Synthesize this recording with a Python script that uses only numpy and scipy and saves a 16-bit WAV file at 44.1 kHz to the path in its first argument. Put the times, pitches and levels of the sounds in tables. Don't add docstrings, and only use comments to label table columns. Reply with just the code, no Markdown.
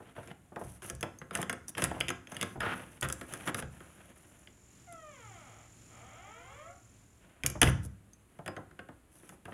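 import sys
import numpy as np
from scipy import signal
from scipy.fft import rfft, irfft, next_fast_len
from scipy.io import wavfile
from scipy.ndimage import uniform_filter1d, map_coordinates

SR = 44100
rng = np.random.default_rng(int(sys.argv[2]) if len(sys.argv) > 2 else 0)


def wav_out(sig):
    wavfile.write(sys.argv[1], SR, np.round(np.clip(np.atleast_2d(sig).T, -1, 1) * 32767).astype(np.int16))


N = 420273



def amp(db):
    return 10 ** (np.asarray(db) / 20)


def unit(x):
    return x / np.sqrt(np.mean(x ** 2) + 1e-20)


def along(points, hz):
    f, v = np.transpose(points)
    return np.interp(np.log(hz + 1), np.log(f), v)


def curves(rows):
    s, *cols = np.transpose(rows)
    return [np.interp(np.arange(N) / SR, s, c) for c in cols]


def wobble(rate):
    knots = rng.standard_normal(int(N * rate / SR) + 4)
    return map_coordinates(knots, [np.arange(N) * rate / SR])


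def fade(t, t60):
    return amp(-60 * t / t60)


def add(track, s, sound):
    start = max(round(s * SR), 0)
    track[start:start + len(sound)] += sound[:max(N - start, 0)]


def colour(x, spectrum):
    size = 8192
    gain = unit(amp(along(spectrum, np.fft.rfftfreq(size, 1 / SR))))
    cepstrum = irfft(np.log(gain + 1e-6))
    cepstrum[1:size // 2] *= 2
    cepstrum[size // 2 + 1:] = 0
    response = irfft(np.exp(rfft(cepstrum)))
    return signal.oaconvolve(x, response)[:N]


def noise(spectrum):
    return unit(colour(rng.standard_normal(N), spectrum))


def burst(crack_t60, ring_db, ring_t60, attack):
    t = np.arange(SR // 4) / SR
    decay = fade(t, crack_t60) + amp(ring_db) * fade(t, ring_t60)
    onset = 1 - np.exp(-t / attack)
    return rng.choice([-1, 1], len(t)) * decay * onset


def ring(modes, scatter_db, detune, attack):
    hz, db, t60 = np.transpose(modes)[:, :, None]
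    t = np.arange(int(SR * t60.max())) / SR
    scattered_db = db + scatter_db * rng.standard_normal(db.shape)
    size = unit(amp(scattered_db)) * rng.choice([-1, 1], db.shape)
    hz = hz * (1 + detune * rng.standard_normal(hz.shape))
    partials = size * np.sin(2 * np.pi * hz * t) * fade(t, t60)
    return partials.sum(0) * (1 - np.exp(-t / attack))


def slips(rate, spread_db):
    caught = rng.random(N) < rate / SR
    signs = rng.choice([-1, 1], N)
    return unit(caught * signs * amp(spread_db * rng.standard_normal(N)))


def press(length, rise, release):
    t = np.arange(SR) / SR
    return (1 - np.exp(-t / rise)) * fade(np.maximum(t - length, 0), release)


# [f/Hz, level/dB]
INSECT_SPECTRUM = [(3500, -35), (4700, -25.5), (5400, -9), (6200, -6.5), (6800, 2), (7300, 5.5),
                   (7550, -10.5), (7850, -16), (9000, -30), (14000, -40)]


def buzz(pulse_hz, depth_db):
    phase = 2 * np.pi * np.cumsum(pulse_hz * (1 + 0.014 * wobble(1.2))) / SR
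    swell_db = depth_db * np.sin(phase) + .6 * wobble(12)
    return unit(noise(INSECT_SPECTRUM) * amp(swell_db))


# [t/s, level/dB]
GAP_LEVEL = [(0, -78), (2.6, -78.5), (3.6, -67), (4.1, -71), (4.6, -64.5), (5.2, -59.5), (6.3, -60.5),
             (6.9, -63.5), (7.3, -73.5), (7.5, -82)]
# [f/Hz, level/dB]
RUMBLE_SPECTRUM = [(30, -34.5), (70, -0.5), (95, -10.5), (110, 11.5), (130, -4), (300, -13), (600, -24.5),
                   (2500, -22.5), (4500, -29), (10000, -26), (15000, -48.5)]
# [f/Hz, level/dB]
FLOOR_SPECTRUM = [(15, -51), (25, -18.5), (48, -7.5), (66, -1.5), (141, -11), (326, -12), (451, -20),
                  (624, -20), (887, -24), (1020, -24), (1840, -27), (2550, -28.5), (5280, -42),
                  (10100, -29), (16000, -49)]


def background():
    gap = amp(curves(GAP_LEVEL)[0])
    insects = buzz(pulse_hz=43.5, depth_db=4)
    rumble = noise(RUMBLE_SPECTRUM) * amp(2.1 * wobble(8))
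    outdoors = amp(-4) * insects + amp(1) * rumble
    return gap * outdoors + amp(-63.5) * noise(FLOOR_SPECTRUM)


# [f/Hz, t60/s]
HALL_DECAY = [(100, 0.9), (400, 0.34), (1500, 0.44), (3000, 0.32), (7000, 0.47), (14000, 0.1)]
# [f/Hz, level/dB]
WALL_SPECTRUM = [(80, 3), (300, 4.5), (1500, 1), (3000, 0), (5000, -3), (9000, -7), (15000, -1)]


def hall(x):
    hz, t, grid = signal.stft(rng.standard_normal(SR * 3 // 4), SR, nperseg=256)
    decay = fade(t, along(HALL_DECAY, hz)[:, None])
    tail = signal.istft(grid * decay, SR, nperseg=256)[1]
    tail *= 1 - np.exp(-np.arange(len(tail)) / SR / 0.00093)
    echo = signal.oaconvolve(x, tail / np.linalg.norm(tail))[:N]
    return colour(echo, WALL_SPECTRUM)


def hinge(rate, jitter, scatter_db):
    turns = np.cumsum(rate * (1 + jitter * wobble(150))) / SR
    at = np.interp(np.arange(1, int(turns[-1])), turns, np.arange(N))
    taps = at.astype(int)[:, None] + np.arange(-7, 9)
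    offset = taps - at[:, None]
    pulses = np.sinc(offset) * np.cos(np.pi * offset / 16) ** 2
    sizes = amp(scatter_db * rng.standard_normal((len(at), 1)))
    train = np.bincount(np.clip(taps, 0, N - 1).ravel(), (pulses * sizes).ravel(), N)
    return train * np.sqrt(SR / rate)


CREAK_DB, CREAK_DB_PER_OCTAVE = -59, 3
EASY_HZ, STICK_HZ = 400, 65


def squeak_gain(rate):
    level_db = CREAK_DB + CREAK_DB_PER_OCTAVE * np.log2(rate / EASY_HZ)
    return amp(level_db) / (1 + (STICK_HZ / rate) ** 4)


# [t/s, slip rate/Hz]
UPPER_SLIPS = [(4.8, 1200), (4.88, 703), (5.0, 638), (5.1, 594), (5.2, 472), (5.3, 390), (5.4, 315),
               (5.66, 85), (5.72, 10.4), (5.85, 10.4), (5.94, 180), (6.1, 280), (6.3, 430), (6.45, 515),
               (6.6, 600), (6.72, 720), (6.86, 1120)]
# [t/s, slip rate/Hz]
LOWER_SLIPS = [(5.85, 9.7), (6.1, 212), (6.3, 316), (6.44, 350), (6.52, 440), (6.58, 535), (6.8, 590)]
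# [f/Hz, level/dB]
HINGE_SPECTRUM = [(150, -20), (400, -11.5), (600, -4), (780, 2.5), (1000, -7.5), (1300, 1.5), (1580, -10.5),
                  (1900, -7), (2300, -2.5), (2550, -13), (3200, -9.5), (4200, -33.5), (8000, -38.5)]
LOWER_DB = -1
GLIDE_HZ, GLIDE_STEEPNESS = 738, 30
SMOOTH_HZ, ROUNDED_DB = 647, 2.5


def creak():
    upper_rate, = curves(UPPER_SLIPS)
    lower_rate, = curves(LOWER_SLIPS)
    upper = hinge(upper_rate, jitter=.003, scatter_db=.8) * squeak_gain(upper_rate)
    lower = hinge(lower_rate, jitter=.005, scatter_db=1) * squeak_gain(lower_rate)
    catching = 1 / (1 + (upper_rate / GLIDE_HZ) ** GLIDE_STEEPNESS)
    pulses = catching * (upper + amp(LOWER_DB) * lower)
    sharp = 1 / (1 + (upper_rate / SMOOTH_HZ) ** 12)
    rounded = uniform_filter1d(pulses, size=15)
    return colour(sharp * pulses + (1 - sharp) * amp(ROUNDED_DB) * rounded, HINGE_SPECTRUM)


SHUT_S, SHUT_DB = 7.63, -22.5
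REBOUND_S, REBOUND_SLOWS, REBOUND_LOSS_DB = .046, 1.5, 8


def rebounds(count):
    k = np.arange(count)
    gaps = REBOUND_S * REBOUND_SLOWS ** k
    times = SHUT_S + np.cumsum(gaps) - gaps
    return list(zip(times, SHUT_DB - REBOUND_LOSS_DB * k))


# [t/s, level/dB]
JOLTS = [(.641, -46.5), (.928, -44.5), (1.828, -39), (1.996, -47), (2.572, -42.5), (3.029, -38.5),
         (3.63, -42), (7.435, -37), (7.555, -43)]
# [f/Hz, level/dB, t60/s]
LEAF_MODES = [(50, -5.5, 0.28), (67.64, -2.5, .55), (85.3, -10, 0.68), (110, -7, 0.78), (131.1, 2.5, 0.39),
              (174.7, -8.5, 0.51), (194, -18, 0.81)]
# [f/Hz, level/dB]
SKIN_SPECTRUM = [(40, -34.5), (90, -2), (130, -1), (190, 0), (260, -1.5), (370, -2.5), (450, -5.5),
                 (900, -23.5), (3000, -71)]


def leaf():
    boom, knock = np.zeros((2, N))
    for s, db in list(JOLTS) + rebounds(count=4):
        add(boom, s, amp(db - 2.5) * ring(LEAF_MODES, scatter_db=1.5, detune=.025, attack=.008))
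        skin = burst(crack_t60=0.077, ring_db=-8.5, ring_t60=.22, attack=0.0022)
        add(knock, s, amp(db - 1.5) * skin)
    return boom + colour(knock, SKIN_SPECTRUM)


# [t/s, length/s, level/dB]
JUDDER_STROKES = [(2.602, 0.14, -37.5), (3.028, 0.033, -37.5), (7.614, 0.026, -29), (7.655, 0.041, -46)]
# [f/Hz, level/dB]
FRAME_SPECTRUM = [(300, -32.5), (600, -9.5), (790, -5), (1050, -3), (1420, 7), (1750, -2.5), (2200, -6),
                  (3000, -8.5), (4200, -24.5), (9000, -38)]


def judder():
    force = np.zeros(N)
    for s, length, db in JUDDER_STROKES:
        add(force, s, amp(db) * press(length, rise=0.0013, release=0.031))
    return colour(force * slips(rate=4000, spread_db=1.5), FRAME_SPECTRUM)


# [t/s, level/dB]
SOFT_BUMPS = [(.002, -44), (.18, -41), (.52, -48), (.565, -35), (.611, -37), (1.035, -33.5), (1.387, -33),
              (1.684, -54.5), (1.913, -35), (1.965, -40), (2.32, -45), (2.556, -40), (2.631, -37),
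              (7.552, -38), (7.619, -23), (8.391, -44.5), (8.485, -40.5), (8.576, -40), (8.889, -46),
              (9.32, -51), (9.48, -41)]
# [f/Hz, level/dB]
PAD_SPECTRUM = [(100, -20.5), (300, -2), (520, 2), (780, 0.5), (1150, -7), (1700, -17), (4000, -45.5)]


def bumps():
    out = np.zeros(N)
    for s, db in SOFT_BUMPS:
        add(out, s, amp(db) * burst(crack_t60=0.061, ring_db=-9, ring_t60=0.18, attack=0.0013))
    return colour(out, PAD_SPECTRUM) + amp(-4) * colour(out, SKIN_SPECTRUM)


# [t/s, length/s, grinding level/dB, hiss level/dB]
SLIDES = [(0, 0.12, -59, -76), (0.15, .16, -52, -67), (0.582, .18, -58.5, -60), (0.818, 0.076, -48.5, -52),
          (1.326, 0.085, -44, -54.5), (1.676, 0.025, -61, -47.5), (1.768, 0.087, -36, -47.5),
          (1.86, 0.26, -51, -66.5), (2.282, .25, -51.5, -61.5), (2.598, 0.22, -44, -59.5),
          (2.829, 0.15, -58, -65.5), (3.021, .03, -36, -47.5), (3.053, 0.26, -57.5, -65),
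          (3.28, 0.16, -47.5, -59), (3.453, 0.045, -35.5, -50), (3.565, 0.036, -43, -45),
          (3.702, .4, -57.5, -68.5), (4.152, .3, -63, -69), (7.206, 0.26, -62.5, -87),
          (7.436, .025, -41, -60), (7.63, 0.067, -37, -44.5), (7.825, 0.037, -67.5, -58.5),
          (8.283, 0.11, -69.5, -79.5), (9.112, .23, -65, -66), (9.448, 0.075, -59.5, -72)]
# [f/Hz, level/dB]
DRAG_SPECTRUM = [(150, -14.5), (500, 2), (800, -2), (1100, -6.5), (1450, -3.5), (2100, -7.5), (3000, -8),
                 (4200, -25), (9000, -39.5)]
# [f/Hz, level/dB]
HISS_SPECTRUM = [(2060, -44.5), (3500, -9.5), (4080, -15.5), (5090, -13.5), (6050, -3), (7270, -8),
                 (10400, 6), (12500, -9), (16000, -22)]


def sliding():
    grind, hiss = np.zeros((2, N))
    for s, length, grind_db, hiss_db in SLIDES:
        pressure = press(length, rise=0.0052, release=.012 + .5 * length)
        add(grind, s, amp(grind_db) * pressure)
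        add(hiss, s, amp(hiss_db) * pressure)
    coarse = grind * slips(rate=1400, spread_db=1.5) * unit(amp(3.3 * wobble(70)))
    fine = hiss * slips(rate=7600, spread_db=4) * unit(amp(2.2 * wobble(160)))
    grinding = amp(-4) * colour(coarse, DRAG_SPECTRUM) + amp(-8.5) * colour(coarse, SKIN_SPECTRUM)
    return grinding + amp(1) * colour(fine, HISS_SPECTRUM)


# [t/s, level/dB]
SPRING_PINGS = [(1.01, -38), (1.187, -37), (1.497, -30), (2.102, -30.5), (2.272, -45), (2.317, -39.5),
                (2.346, -39), (7.615, -23.5), (8.133, -42.5), (8.565, -47.5)]
# [f/Hz, level/dB, t60/s]
SPRING_MODES = [(6400, -1, 0.04), (6040, -20, .12), (9510, -14.5, .012)]
# [f/Hz, level/dB]
EDGE_SPECTRUM = [(2350, -37.5), (4000, -14.5), (4210, -29.5), (4490, -11.5), (5630, -9), (6220, -4.5),
                 (7660, -5.5), (9010, -4.5), (9770, 0), (10400, -1), (11500, -7), (13300, -17.5),
                 (16000, -24)]


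def spring():
    tone, tick = np.zeros((2, N))
    for s, db in SPRING_PINGS:
        add(tone, s, amp(db - 11.5) * ring(SPRING_MODES, scatter_db=1.5, detune=.004, attack=.0004))
        contact = burst(crack_t60=0.0087, ring_db=-32.5, ring_t60=0.054, attack=0.00041)
        add(tick, s, amp(db - 4) * contact)
    return tone + colour(tick, EDGE_SPECTRUM)


# [t/s, strength/dB, hardness (metal edge over the clack)/dB]
KNOB_KNOCKS = [(.164, -47.5, -16), (.274, -56, 4), (.56, -45.5, -10.5), (.899, -41.5, 7.5),
               (.95, -67.5, 21), (1.009, -53.5, 13), (1.028, -34.5, -11), (1.215, -44, -15),
               (1.309, -40.5, -11.5), (1.352, -32.5, 3.5), (1.373, -47, 6), (1.416, -49.5, 15.5),
               (1.428, -37.5, -0.5), (1.496, -31.5, -0.5), (1.528, -39.5, 1), (1.682, -61, 24.5),
               (1.78, -32.5, -8), (1.821, -30.5, 0), (1.84, -34.5, 12.5), (1.913, -42.5, -12),
               (2.004, -39.5, 7.5), (2.103, -33, -6), (2.319, -43.5, -5), (2.428, -32.5, 0),
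               (2.605, -34.5, -7), (2.663, -34.5, -23), (2.715, -39.5, -25), (3.011, -60, 25),
               (3.028, -32.5, 0), (3.087, -46, 10), (3.1, -41.5, 3), (3.125, -47.5, 20), (3.212, -40.5, -6),
               (3.325, -50, 3), (3.337, -43, 8.5), (3.475, -34.5, -3.5), (3.545, -35, 1.5),
               (3.583, -40, -28), (3.624, -39.5, -12), (3.804, -49, -11), (4.925, -59.5, 12),
               (7.5, -49.5, 14), (7.616, -22, 6.5), (7.85, -70, 24.5), (8.389, -55.5, -11),
               (8.461, -42.5, -3.5), (8.478, -37.5, -5.5), (8.565, -41, -17), (8.711, -58.5, -9),
               (8.791, -42, -16), (8.887, -52.5, -14), (9.232, -58.5, -16), (9.292, -52, 3),
               (9.454, -46, -9.5), (9.521, -46, -30)]
# [t/s, strength/dB, hardness/dB]
BOLT_SNAPS = [(1.0285, -33.5, -2.5), (1.751, -42.5, -11), (2.0094, -26.5, -16), (2.083, -31, -4),
              (2.0903, -34, -2), (2.272, -47, -18), (2.367, -38.5, -2), (2.412, -33, 2), (2.422, -37.5, -8),
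              (4.473, -49.5, -19), (7.4355, -32, -6), (7.4622, -30, 11.5), (7.6189, -25.5, -9.5),
              (7.63, -19.5, -1.5), (7.674, -30.5, -17)]
BOLT_SHAKE_DB, SOFT_DAMPING = -2.5, 0.77
CASE_SHAKE_DB = -10.5
RATTLE_DB, RATTLE_SPREAD_DB, RATTLE_HARDNESS_DB = -4, 2, 3


def blows():
    knocks = list(KNOB_KNOCKS)
    for s, length, grind_db, hiss_db in SLIDES:
        for when, size in rng.random(size=(2, 2)):
            rattle_db = grind_db + RATTLE_DB + RATTLE_SPREAD_DB * (2 * size - 1)
            hardness_db = hiss_db - grind_db + RATTLE_HARDNESS_DB
            knocks.append((s + when * length, rattle_db, hardness_db))
    rows = []
    for s, db, hard in knocks:
        bolt_db = db + BOLT_SHAKE_DB + SOFT_DAMPING * min(hard, 0)
        rows.append((s, db, bolt_db, db + hard))
    for s, db, hard in BOLT_SNAPS:
        rows.append((s, db + CASE_SHAKE_DB, db, db + hard))
    return rows


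# [f/Hz, level/dB]
CASE_SPECTRUM = [(150, -37), (300, -7.5), (420, -3), (520, -2), (700, -4), (950, -5.5), (1400, 2),
                 (1900, -0.5), (2400, -9), (3100, -13), (4000, -22.5), (6500, -40.5), (11000, -71)]
# [f/Hz, level/dB, t60/s]
KNOB_MODES = [(5730, -6, 0.013), (6780, -5.5, 0.017), (9215, 3, 0.0096), (10340, 2, 0.012),
              (11440, -4.5, 0.0062)]
# [f/Hz, level/dB, t60/s]
BOLT_MODES = [(2000, -2, .014), (2270, 0, .014), (2550, -1, .012), (2850, 0, .014), (3120, -2, .016),
              (3430, -4, .016), (4900, -11, .016)]
# [f/Hz, level/dB, t60/s]
ROSE_MODES = [(3484, 1.5, 0.034), (5020, -14, .09)]
# [f/Hz, level/dB, t60/s]
PANEL_MODES = [(237.7, -6.5, 0.32), (371, -5, 0.189), (521.8, 1, 0.24), (699, -1.5, 0.17),
               (834, -10, 0.099), (1075, -4.5, 0.23), (1280, -3, 0.16), (1328, -5.5, 0.25),
               (1645, 5.5, 0.12), (1780, -5.5, 0.069), (2130, -9, 0.04)]
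FIRM_DB, SKIN_DB, SKIN_GROWS = -40, -45, 0.69
ROSE_DB = -6


def lockwork():
    clack, edge, knock, modes = np.zeros((4, N))
    for s, clack_db, bolt_db, edge_db in blows():
        crack = burst(crack_t60=.0065, ring_db=-20, ring_t60=.065, attack=.0005)
        add(edge, s, amp(edge_db + 7.5) * crack)
        case = burst(crack_t60=0.027, ring_db=-14, ring_t60=0.065, attack=0.00091)
        add(clack, s, amp(clack_db + 5) * case)
        knock_db = SKIN_DB + SKIN_GROWS * (clack_db - FIRM_DB)
        skin = burst(crack_t60=.05, ring_db=-7.5, ring_t60=0.22, attack=0.0018)
        add(knock, s, amp(knock_db + 2.5) * skin)
        add(modes, s, amp(edge_db) * ring(KNOB_MODES, scatter_db=8.5, detune=.07, attack=0.00071))
        add(modes, s, amp(bolt_db + 2) * ring(BOLT_MODES, scatter_db=0.5, detune=.05, attack=0.00024))
        rose_db = min(clack_db, bolt_db) + ROSE_DB
        add(modes, s, amp(rose_db) * ring(ROSE_MODES, scatter_db=4, detune=.008, attack=.0003))
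        add(modes, s, amp(clack_db - 14) * ring(PANEL_MODES, scatter_db=1.5, detune=0.016, attack=.002))
    noises = colour(clack, CASE_SPECTRUM) + colour(edge, EDGE_SPECTRUM) + colour(knock, SKIN_SPECTRUM)
    return noises + modes


def scene():
    outside = background()
    hinges = creak()
    near = judder() + bumps() + sliding() + spring() + lockwork()
    echo = hall(amp(-13) * near + amp(-5) * hinges)
    return (outside + echo + hinges + leaf() + near)[None]


TOP_HZ = 16000


def record(dry):
    size = next_fast_len(N + SR // 2)
    hz = np.fft.rfftfreq(size, 1 / SR)
    rolloff = np.sqrt(1 + (hz / TOP_HZ) ** 120)
    return irfft(rfft(dry, size) / rolloff, size)[:, :N]


dry = scene()
out = record(dry)
wav_out(out)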